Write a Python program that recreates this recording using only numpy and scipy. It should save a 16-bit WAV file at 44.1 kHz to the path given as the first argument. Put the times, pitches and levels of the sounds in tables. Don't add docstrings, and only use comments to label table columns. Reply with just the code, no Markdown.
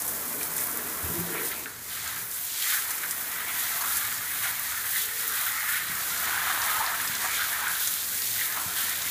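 import sys
import numpy as np
from scipy import signal
from scipy.fft import rfft, irfft
from scipy.io import wavfile
from scipy.ndimage import uniform_filter1d

SR = 44100
rng = np.random.default_rng(int(sys.argv[2]) if len(sys.argv) > 2 else 0)


def persist_wave(psi):
    counts = np.round(np.clip(psi, -1, 1) * 32767).astype(np.int16)
    wavfile.write(sys.argv[1], SR, np.atleast_2d(counts).T)


N = 401310

# (time [s], fine spray [dB], splash [dB])
JETS = [(0, -35, -46.5), (1.05, -32, -45), (1.55, -34, -43), (1.73, -43, -48), (1.87, -39, -44),
        (2.06, -36, -37.5), (2.29, -32, -46), (2.5, -34, -37.5), (3.1, -31, -42.5), (3.42, -36, -43.5),
        (3.62, -30, -36.5), (4.2, -33.5, -39.5), (4.8, -31.5, -39.5), (5.5, -32.5, -39), (5.92, -33, -40.5),
        (6.4, -32, -39), (6.9, -32.5, -37), (7.45, -32.5, -37), (8.2, -30, -36.5), (8.65, -33, -38.5),
        (9.1, -31.5, -36)]
# (time [s], half length [s], spray change [dB], patter change [dB])
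SWEEPS = [(0.05, 0.17, 3, 0.5), (.43, 0.054, 4, 0.5), (0.592, 0.047, 4, 2), (1.39, 0.055, -0.5, 6.5),
          (1.46, 0.056, 5, 3.5), (1.53, .025, -4, 8), (1.733, 0.039, -2.5, 0), (2.266, 0.026, -7.5, 0),
          (2.658, 0.068, 5.5, 7.5), (2.74, 0.048, 4, 6), (2.902, 0.033, 2.5, 1.5), (3.03, 0.019, 1.5, 5.5),
          (3.35, 0.084, 1, 1.5), (3.95, 0.04, 4.5, 0.5), (4.133, .025, 1.5, 0), (4.317, 0.024, -0.5, 5),
          (4.454, 0.042, 4, 6), (4.74, 0.015, -4, 0.5), (4.975, 0.11, 4, 2), (5.104, 0.036, -4, 1.5),
          (5.303, 0.17, 3.5, 2), (5.743, 0.094, 3, 5.5), (6.105, 0.11, 3, -2.5), (6.505, 0.043, 4.5, 1.5),
          (6.713, 0.066, 2.5, 1.5), (6.884, 0.058, -0.5, 1), (7.344, 0.07, 0.5, 0), (7.668, 0.06, -1, -1),
          (7.835, 0.05, 3.5, -4), (8.423, 0.07, 3.5, 1), (8.795, 0.072, 3.5, 1.5)]
# (time [s], attack [s], decay [s], level [dB])
SIZZLES = [(0.39, .04, .04, -47), (1.505, 0.027, 0.03, -41), (1.895, 0.0092, 0.037, -38),
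           (2.585, 0.055, .15, -42), (4.85, .16, 0.027, -33.5), (5.15, 0.25, .12, -44),
           (7.29, .04, 0.21, -39), (8.74, 0.077, .08, -37)]
# (time [s], half length [s], level [dB], pitch [Hz], width [octaves])
HOLLOWS = [(1.375, 0.025, -40, 2360, 0.14), (1.42, .025, -43, 1850, 0.42), (1.58, .035, -48, 2380, .25),
           (2.68, 0.04, -39, 1930, .22), (4.97, 0.034, -35, 1900, .25), (5.62, 0.2, -36.5, 1970, 0.23),
           (7.34, 0.059, -37, 2230, .25), (7.41, 0.031, -32.5, 1500, 0.31),
           (7.67, 0.079, -32.5, 1540, 0.23), (7.84, 0.074, -43.5, 1500, 0.22),
           (8.412, 0.019, -33, 1890, .2), (8.775, 0.017, -38, 1690, 0.23), (8.91, .03, -38, 1930, .25),
           (9.075, .02, -45, 2100, .25)]
# (time [s], level [dB])
RUNOFF = [(0, -42.5), (1.25, -40.5), (1.55, -45), (1.65, -48), (1.83, -47), (1.92, -40.5), (2.15, -38.5),
          (2.3, -44.5), (2.55, -44.5), (2.8, -39), (3.2, -41), (3.38, -37.5), (3.5, -36.5), (3.85, -35.5),
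          (4.25, -39), (4.75, -37.5), (5.15, -40.5), (5.42, -34.5), (5.77, -38), (5.98, -36.5), (6.38, -31),
          (7.15, -35), (7.7, -34), (7.95, -41.5), (8.33, -41), (8.36, -38), (8.55, -37.5), (8.66, -39.5),
          (8.82, -37.5), (9.1, -38)]
# (time [s], centre [Hz])
FILM_PITCH = [(0, 1690), (1.18, 1560), (1.38, 1750), (2.3, 1630), (2.62, 1820), (2.8, 1720), (3.6, 1850),
              (3.86, 1440), (4.1, 1640), (5.15, 1800), (5.4, 1500), (5.98, 1800), (6.15, 1510), (6.9, 1500),
              (7.12, 1780), (7.65, 1600), (8.45, 1890), (8.58, 1410), (8.74, 1560), (8.92, 1850),
              (9.1, 1900)]
# (time [s], half length [s], level [dB])
PLUNGES = [(2.11, .06, -52), (2.85, 0.65, -54.5), (3.84, 0.16, -47), (4.49, 0.063, -46),
           (6.52, 0.33, -43.5), (6.8, 0.23, -40.5), (7.25, 0.031, -39), (7.58, 0.16, -41.5),
           (8.58, 0.066, -45), (8.72, 0.11, -48)]
# (time [s], level [dB])
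DRUMMING = [(0, -45), (1.4, -45), (1.66, -50), (1.78, -56.5), (2.6, -58.5), (3.12, -51.5), (3.7, -55),
            (5.55, -59), (6.0, -53), (7.2, -52), (7.8, -55.5), (9.1, -52.5)]
# (time [s], level [dB])
FLOW = [(0, -55), (2.2, -55.5), (2.7, -62), (3.2, -58.5), (4.2, -53.5), (5.2, -58.5), (6.0, -54),
        (9.1, -56)]
# (time [s], half length [s], level [dB], pitch [Hz], width [octaves])
BOOMS = [(1.08, .05, -45, 370, 0.34), (1.18, 0.047, -37.5, 350, 0.19), (1.31, .035, -41, 343, 0.24),
         (1.39, 0.073, -37, 428, 0.23), (1.44, 0.08, -39.5, 360, 0.28), (1.655, 0.047, -48.5, 340, .6),
         (2.25, 0.092, -57.5, 420, 0.44), (5.15, 0.19, -54, 455, 0.3), (5.3, 0.038, -53, 390, .7)]
# (pitch [Hz], level [dB], 60 dB decay [s])
TRAY_MODES = [(63, -22, 0.23), (81.7, -3, 0.37), (119, -3.5, 0.19), (157.4, 4.5, 0.14), (172.3, 3.5, 0.44),
              (218, 0, 0.45), (244.8, 2.5, 0.68), (280.4, 1.5, 0.12), (321.8, 0, 0.45), (352, -3, 0.29),
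              (390, -3.5, 0.24), (418.7, 1.5, 0.17), (466, 1.5, 0.082), (507, 0.5, 0.11), (590, 0, 0.15),
              (647, -2, 0.073), (710, -0.5, 0.096)]
# (time [s], peak [dB], pitch [Hz], fade of the crack [s])
DROPS = [(0.02, -16.5, 9000, .002), (0.079, -14.5, 9800, .002), (0.28, -19, 10000, .001),
         (0.43, -18, 9400, 0.00089), (0.517, -19, 11500, .0006), (0.566, -16, 12200, .002),
         (0.58, -15, 8500, .002), (0.637, -16, 12600, .0015), (0.714, -20, 9500, .002),
         (0.773, -13, 11500, .0006), (1.201, -16, 11600, .0015), (2.028, -24, 6500, .002),
         (2.314, -22, 7500, .002), (2.875, -19, 12000, .001), (2.906, -19, 8500, .001),
         (2.981, -22, 7950, 0.0019), (3.11, -15.5, 9300, .002), (3.318, -19, 11600, .0008),
         (3.858, -16, 10000, .0003), (3.97, -13, 10400, .0005), (4.126, -19, 10000, .0004),
         (4.432, -19, 10000, .0003), (4.596, -14, 11500, .0006), (5.279, -11, 12300, .0007),
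         (6.618, -19.5, 5500, .002), (6.663, -15, 11200, .0015), (6.745, -14, 11500, .0002),
         (7.015, -18.5, 10100, .002), (7.075, -19, 5700, .002), (7.152, -19, 6400, 0.0018),
         (7.68, -21, 9000, .002), (7.874, -12, 7350, 0.0022), (7.939, -13, 10300, .0005),
         (8.22, -19, 5000, .002), (8.375, -25, 7440, 0.0018), (8.5, -16, 11400, .0007),
         (8.895, -13, 10100, .001), (9.02, -21, 5500, 0.0022)]
# (time [s], peak [dB], pitch [Hz], width [octaves], gain of the tail [dB])
SLAPS = [(0.411, -29, 2300, 0.37, -20), (0.684, -33, 975, 0.23, -17), (1.347, -25, 1390, 2.1, 3),
         (1.517, -25, 2460, 1.3, -1), (2.624, -18, 3600, 0.58, -20), (2.723, -22, 1800, .8, 0),
         (2.891, -34, 1100, .6, -12), (3.035, -22.5, 1700, 0.55, -5), (3.838, -23, 1350, 0.54, -7),
         (6.497, -23, 1350, .7, -10), (6.55, -19, 1400, .8, -10), (6.803, -21.5, 990, .6, -10),
         (6.863, -20, 4300, 0.6, -8), (7.251, -24, 1250, .7, -13), (7.0, -22, 1560, .5, -12),
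         (8.572, -27, 1100, 0.47, -8)]
# (time [s], peak [dB], pitch of the push [Hz], ring against the push [dB])
KNOCKS = [(1.029, -29, 80, 18), (1.083, -33, 140, 18), (1.176, -27.5, 119, 20), (5.897, -36, 159, -8),
          (7.096, -36.5, 135, -9), (8.66, -34.5, 125, -2), (9.06, -43, 165, 1)]
# (peak [dB], pitch of the tick [Hz], ring against the tick [dB])
TAP = (-23.5, 2100, 1.5)
# (pitch [Hz], level [dB], 60 dB decay [s])
TAP_MODES = [(1626, -1, 0.091), (1770, -7, .07), (1560, -6, .08)]
# (frequency [Hz], level per Hz [dB])
MIST_COLOUR = [(2500, -56), (5000, -9), (7000, -4.5), (9000, -1.5), (11000, 2.5), (13000, 3), (15000, 4.5),
               (17000, 0.5)]
SPLASH_COLOUR = [(1500, -23), (2400, -0.5), (3200, -9.5), (4300, 2.5), (5500, 0), (7000, 4.5), (9000, 0),
                 (14000, -10.5)]
SIZZLE_COLOUR = [(2000, -16), (2700, -9), (3050, -3.5), (3400, -1), (3900, -1), (4400, -6), (4900, -11.5),
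                 (8000, -14.5)]
PATTER_COLOUR = [(600, -14.5), (950, -13), (1250, 1), (1550, -0.5), (1800, -0.5), (2150, -0.5),
                 (2400, -1.5), (2700, -3), (4000, 1), (8000, -39.5)]
PUDDLE_COLOUR = [(350, -27), (560, -12.5), (660, -3), (820, 0), (950, 3.5), (1100, 3.5), (1350, -3),
                 (1700, -10), (2500, -12.5)]
RUMBLE_COLOUR = [(20, -23), (45, -12), (62, -3), (82, 2), (98, -3.5), (112, 4), (135, -10.5), (172, -3),
                 (200, -7.5), (400, -18), (1000, -27.5)]

SPLASH_TYPICAL_DB = -40
SPLASH_SHARE = 0.7
TICKS_PER_S, TICK_DB = 76, -10
PRICKS_PER_S, PRICK_DB = 200, -14
PUDDLE_UNDER_PATTER_DB = -13.5
PUDDLE_UNDER_DRUMMING_DB = -2
GOB_SHARE, GOB_FULL_DB = 0.51, -38
DROP_TAIL_DB, DROP_TAIL_RATIO, DROP_OCTAVES = -11, 8.9, 0.99
SLAP_FADE_S, SLAP_TAIL_S, SLAP_TAIL_PITCH = 0.0085, 0.055, 0.886
TAP_S = 1.6586
BATHROOM_T60_S, TILE_CUT_HZ = 0.46, 3300
CUTOFF_HZ = 15350


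def from_db(db):
    return 10 ** (np.asarray(db) / 20)


def rms_one(x):
    return x / np.sqrt(np.mean(x ** 2) + 1e-20)


def in_time(rows):
    s, *columns = np.transpose(rows)
    return [np.interp(np.arange(N) / SR, s, column) for column in columns]


def drift(rate):
    step = 40
    r = np.exp(-2 * np.pi * step * rate / SR)
    noise = rng.standard_normal(N // step + 2002)
    slow = signal.lfilter([1], [1, -2 * r, r * r], noise)[2000:]
    return np.interp(np.arange(N) / step, np.arange(len(slow)), rms_one(slow))


def colour(x, spectrum, size=2048):
    hz, db = np.transpose(spectrum)
    grid = np.maximum(np.arange(size // 2 + 1) * SR / size, 1)
    octaves_beyond = np.abs(np.log2(grid / np.clip(grid, hz[0], hz[-1])))
    grid_db = np.interp(np.log(grid), np.log(hz), db) - 10 * octaves_beyond
    cepstrum = irfft(np.log(from_db(grid_db)))
    cepstrum[1:size // 2] *= 2
    cepstrum[size // 2 + 1:] = 0
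    response = irfft(np.exp(rfft(cepstrum)))
    return rms_one(signal.oaconvolve(x, response)[:N])


def band(x, hz, octaves):
    edges = hz * 2 ** (np.array([-.5, .5]) * octaves)
    edges = np.minimum(edges, [.4 * SR, .45 * SR])
    return signal.sosfilt(signal.butter(2, edges, "band", fs=SR, output="sos"), x)


def high_pass(x, hz, order):
    return signal.sosfilt(signal.butter(order, hz, "high", fs=SR, output="sos"), x)


def ring(x, hz, t60):
    r, w = from_db(-60 / (t60 * SR)), 2 * np.pi * hz / SR
    return signal.lfilter([0, np.sin(w)], [1, -2 * r * np.cos(w), r * r], x + 1e-18)


def moving_resonance(x, hz, width_hz, size=256):
    r = np.exp(-np.pi * width_hz / SR)
    state, out = [0., 0.], np.zeros(N)
    for i in range(0, N, size):
        poles = [1, -2 * r * np.cos(2 * np.pi * hz[i] / SR), r * r]
        out[i:i + size], state = signal.lfilter([1, 0, -1], poles, x[i:i + size], zi=state)
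    return rms_one(out)


def impacts(per_s, spread_db):
    sizes = from_db(spread_db * np.minimum(rng.exponential(1, N), 5))
    signs = rng.choice([-1, 1], N)
    return rms_one(sizes * signs * (rng.random(N) < per_s / SR))


def ticks(spectrum, per_s, spread_db, fade_s):
    hits = impacts(per_s, spread_db) ** 2 + 1e-18
    power = signal.lfilter([1], [1, -np.exp(-2 / (fade_s * SR))], hits)
    return colour(np.sqrt(power) * rng.standard_normal(N), spectrum)


def gobs(per_s, spread_db, fade_s):
    keep = np.exp(-2 / (fade_s * SR))
    return signal.lfilter([1 - keep], [1, -keep], impacts(per_s, spread_db) ** 2 + 1e-18)


def bubbles(per_s, low_hz, high_hz, cycles, spread_db, size=2048):
    out, t = np.zeros(N + size), np.arange(size) / SR
    for when, pitch, chance in rng.random((int(per_s * N / SR), 3)):
        turns = low_hz * (high_hz / low_hz) ** pitch * t
        age = turns / cycles
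        loudness = from_db(spread_db * min(-np.log(1 - chance), 4))
        tone = np.sin(2 * np.pi * turns * (1 + .04 * age))
        at = int(when * N)
        out[at:at + size] += loudness * tone * from_db(-60 * age)
    return rms_one(out[:N])


def burst(fade_s, size=8192):
    return rng.standard_normal(size) * np.exp(-np.arange(size) / (fade_s * SR))


def add(out, s, sound, peak_db):
    at = round(s * SR)
    out[at:at + len(sound)] += (from_db(peak_db) * sound / np.abs(sound).max())[:N - at]


def swell(s, half_s):
    out = np.zeros(N)
    first = max(int((s - 4 * half_s) * SR), 0)
    last = min(int((s + 4 * half_s) * SR), N)
    near = np.arange(first, last)
    out[near] = np.exp(-((near / SR - s) / half_s) ** 2)
    return out


def swells(rows):
    return sum(from_db(db) * swell(s, half_s) for s, half_s, db in rows)


def hums(rows):
    rain = impacts(per_s=3000, spread_db=3.0) + 1e-18
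    out = np.zeros(N)
    for s, half_s, db, hz, octaves in rows:
        out += from_db(db) * swell(s, half_s) * rms_one(band(rain, hz, octaves))
    return out


def sweep_changes():
    return sum(np.outer(changes_db, swell(s, half_s)) for s, half_s, *changes_db in SWEEPS)


def spray(change_db):
    mist_db, splash_db = in_time(JETS)
    tufts_db = 0.5 * drift(19)
    mist_db = mist_db + change_db + tufts_db + 1.3 * drift(12)
    splash_db = splash_db + SPLASH_SHARE * change_db + tufts_db
    flurry = drift(59)
    return (fine_spray(mist_db, flurry) + splashes(splash_db, flurry) + sizzle(splash_db)
            + flung_drops(splash_db))


def fine_spray(mist_db, flurry):
    mist = colour(impacts(per_s=16000, spread_db=3.5), MIST_COLOUR)
    pricks = ticks(MIST_COLOUR, PRICKS_PER_S, spread_db=-2.5, fade_s=0.00039)
    mist = mist + from_db(PRICK_DB) * pricks
    finest = high_pass(mist, 11000, order=1)
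    loose_db = uniform_filter1d(mist_db, size=6000) + 0.43 * drift(25)
    direct_gain = from_db(mist_db + 1.1 + 0.95 * flurry)
    finest_gain = from_db(loose_db - 0.3 + 0.28 * flurry)
    return (mist - finest) * direct_gain + finest * finest_gain


def splashes(splash_db, flurry):
    force_db = splash_db - SPLASH_TYPICAL_DB
    level_db = splash_db - 0.12 * force_db - 1.5 + 0.18 * flurry + 1.7 * drift(3.7)
    return colour(impacts(per_s=5000, spread_db=2.0), SPLASH_COLOUR) * from_db(level_db)


def sizzle(splash_db):
    force_db = splash_db - SPLASH_TYPICAL_DB
    gain = np.hypot(from_db(splash_db + 0.4 * force_db - 6.0), sizzle_surges())
    grains = colour(impacts(per_s=5000, spread_db=2.5), SIZZLE_COLOUR)
    return grains * gain * from_db(1.6 * drift(8.0))


def sizzle_surges():
    t, gain = np.arange(N) / SR, np.zeros(N)
    for s, attack_s, decay_s, db in SIZZLES:
        rise = np.clip((t - s) / attack_s, 0, 1)
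        fall = np.exp(-np.maximum(t - s - attack_s, 0) / decay_s)
        gain += from_db(db) * rise * fall
    return gain


def flung_drops(splash_db):
    drops = ticks(SPLASH_COLOUR, TICKS_PER_S, spread_db=3.0, fade_s=0.0048)
    return drops * from_db(splash_db + TICK_DB)


def runoff(change_db):
    steady_db, = in_time(RUNOFF)
    weight = from_db(np.minimum(steady_db - GOB_FULL_DB, 0))
    return patter(steady_db + change_db, weight) + puddle(steady_db, weight) + hums(HOLLOWS)


def patter(patter_db, weight):
    film_hz = in_time(FILM_PITCH)[0] + 70 * drift(7.6)
    gush = drift(6.6)
    lumps = GOB_SHARE * weight ** 2 * gobs(per_s=36, spread_db=-1.5, fade_s=0.017)
    drops = impacts(per_s=6000, spread_db=0.5) * np.sqrt(1 + lumps)
    trapped = bubbles(per_s=130, low_hz=1104, high_hz=2420, cycles=114, spread_db=-0.2)
    film = colour(drops + weight * from_db(-13.0) * trapped, PATTER_COLOUR)
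    return moving_resonance(film, film_hz, width_hz=770) * from_db(patter_db - 0.82 + 0.41 * gush)


def puddle(steady_db, weight):
    drumming_db, = in_time(DRUMMING)
    stirring = [from_db(steady_db + PUDDLE_UNDER_PATTER_DB),
                from_db(drumming_db + PUDDLE_UNDER_DRUMMING_DB),
                swells(PLUNGES)]
    gain = np.linalg.norm(stirring, axis=0)
    trapped = bubbles(per_s=110, low_hz=636, high_hz=1448, cycles=66, spread_db=0.0)
    pool = impacts(per_s=3500, spread_db=2.0) + weight * from_db(-16.5) * trapped
    return colour(pool, PUDDLE_COLOUR) * gain * from_db(1.0 + 0.85 * drift(55))


def tray():
    level_db, = in_time(DRUMMING)
    flow_db, = in_time(FLOW)
    rain = impacts(per_s=3500, spread_db=-1.0)
    shell = np.zeros(N)
    for k, (hz, db, t60) in enumerate(TRAY_MODES):
        shell += (-1) ** k * from_db(db) * rms_one(ring(rain, hz, t60))
    shell = rms_one(high_pass(shell, 230, order=2))
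    rumble = colour(impacts(per_s=3300, spread_db=4.0), RUMBLE_COLOUR, size=8192)
    return shell * from_db(level_db - 0.5) + hums(BOOMS) + from_db(flow_db) * rumble


def bathroom(x, size=22050, count=4):
    t, out = np.arange(size) / SR, 0
    places = np.array([drift(2.02) for _ in range(count)])
    low_pass = signal.butter(1, TILE_CUT_HZ, fs=SR, output="sos")
    for share in places / np.linalg.norm(places, axis=0):
        echoes = rng.standard_normal(size) * (t > .003)
        dull = signal.sosfilt(low_pass, echoes)
        tail = dull * from_db(-60 * t / BATHROOM_T60_S)
        tail = tail + (echoes - dull) * from_db(-120 * t / BATHROOM_T60_S)
        out = out + signal.oaconvolve(x * share, tail / np.linalg.norm(tail))[:N]
    return out


def single_drops():
    out = np.zeros(N)
    for s, peak_db, hz, fade_s in DROPS:
        scatter = from_db(DROP_TAIL_DB) * burst(DROP_TAIL_RATIO * fade_s)
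        add(out, s, band(burst(fade_s) + scatter, hz, DROP_OCTAVES), peak_db)
    return out


def slaps():
    out = np.zeros(N)
    for s, peak_db, hz, octaves, tail_db in SLAPS:
        hit = band(10 * signal.unit_impulse(8192) + burst(SLAP_FADE_S), hz, octaves)
        tail = band(burst(SLAP_TAIL_S), hz * SLAP_TAIL_PITCH, octaves / 2)
        add(out, s, hit + from_db(tail_db) * tail, peak_db)
    return out


def knocks(size=22050):
    out = np.zeros(N)
    for s, peak_db, hz, ring_db in KNOCKS:
        contact = signal.unit_impulse(size) + 0.015 * burst(fade_s=0.042, size=size)
        push = band(contact, hz, octaves=1.18)
        modes = np.zeros(size)
        for k, (mode_hz, db, t60) in enumerate(TRAY_MODES):
            modes += from_db(db + rng.normal(0, 1.9)) * (-1) ** k * ring(push, mode_hz, t60)
        thud = ring(push, hz=88, t60=0.09)
        ringing = rms_one(modes - from_db(-2.0) * thud)
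        add(out, s, rms_one(push) + from_db(ring_db) * ringing, peak_db)
    return out


def claw_tap(size=8192):
    peak_db, hz, ring_db = TAP
    out = np.zeros(N)
    contact = signal.unit_impulse(size) + 0.05 * burst(fade_s=0.0018, size=size)
    tick = band(contact, hz, octaves=0.6)
    modes = sum(from_db(db) * ring(tick, mode_hz, t60) for mode_hz, db, t60 in TAP_MODES)
    tail = band(burst(fade_s=0.045, size=size), hz=1560, octaves=0.4)
    sound = rms_one(tick) + from_db(ring_db) * rms_one(modes) + from_db(0.5) * rms_one(tail)
    add(out, TAP_S, sound, peak_db)
    return out


def scene():
    spray_change_db, patter_change_db = sweep_changes()
    water = spray(spray_change_db) + runoff(patter_change_db)
    water = water + single_drops() + slaps() + claw_tap()
    mono = water + from_db(-11.5) * bathroom(water) + tray() + knocks()
    return np.array([mono, mono])


def record(dry):
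    return signal.sosfilt(signal.ellip(14, .1, 80, CUTOFF_HZ, fs=SR, output="sos"), dry)


dry = scene()
out = record(dry)
persist_wave(out)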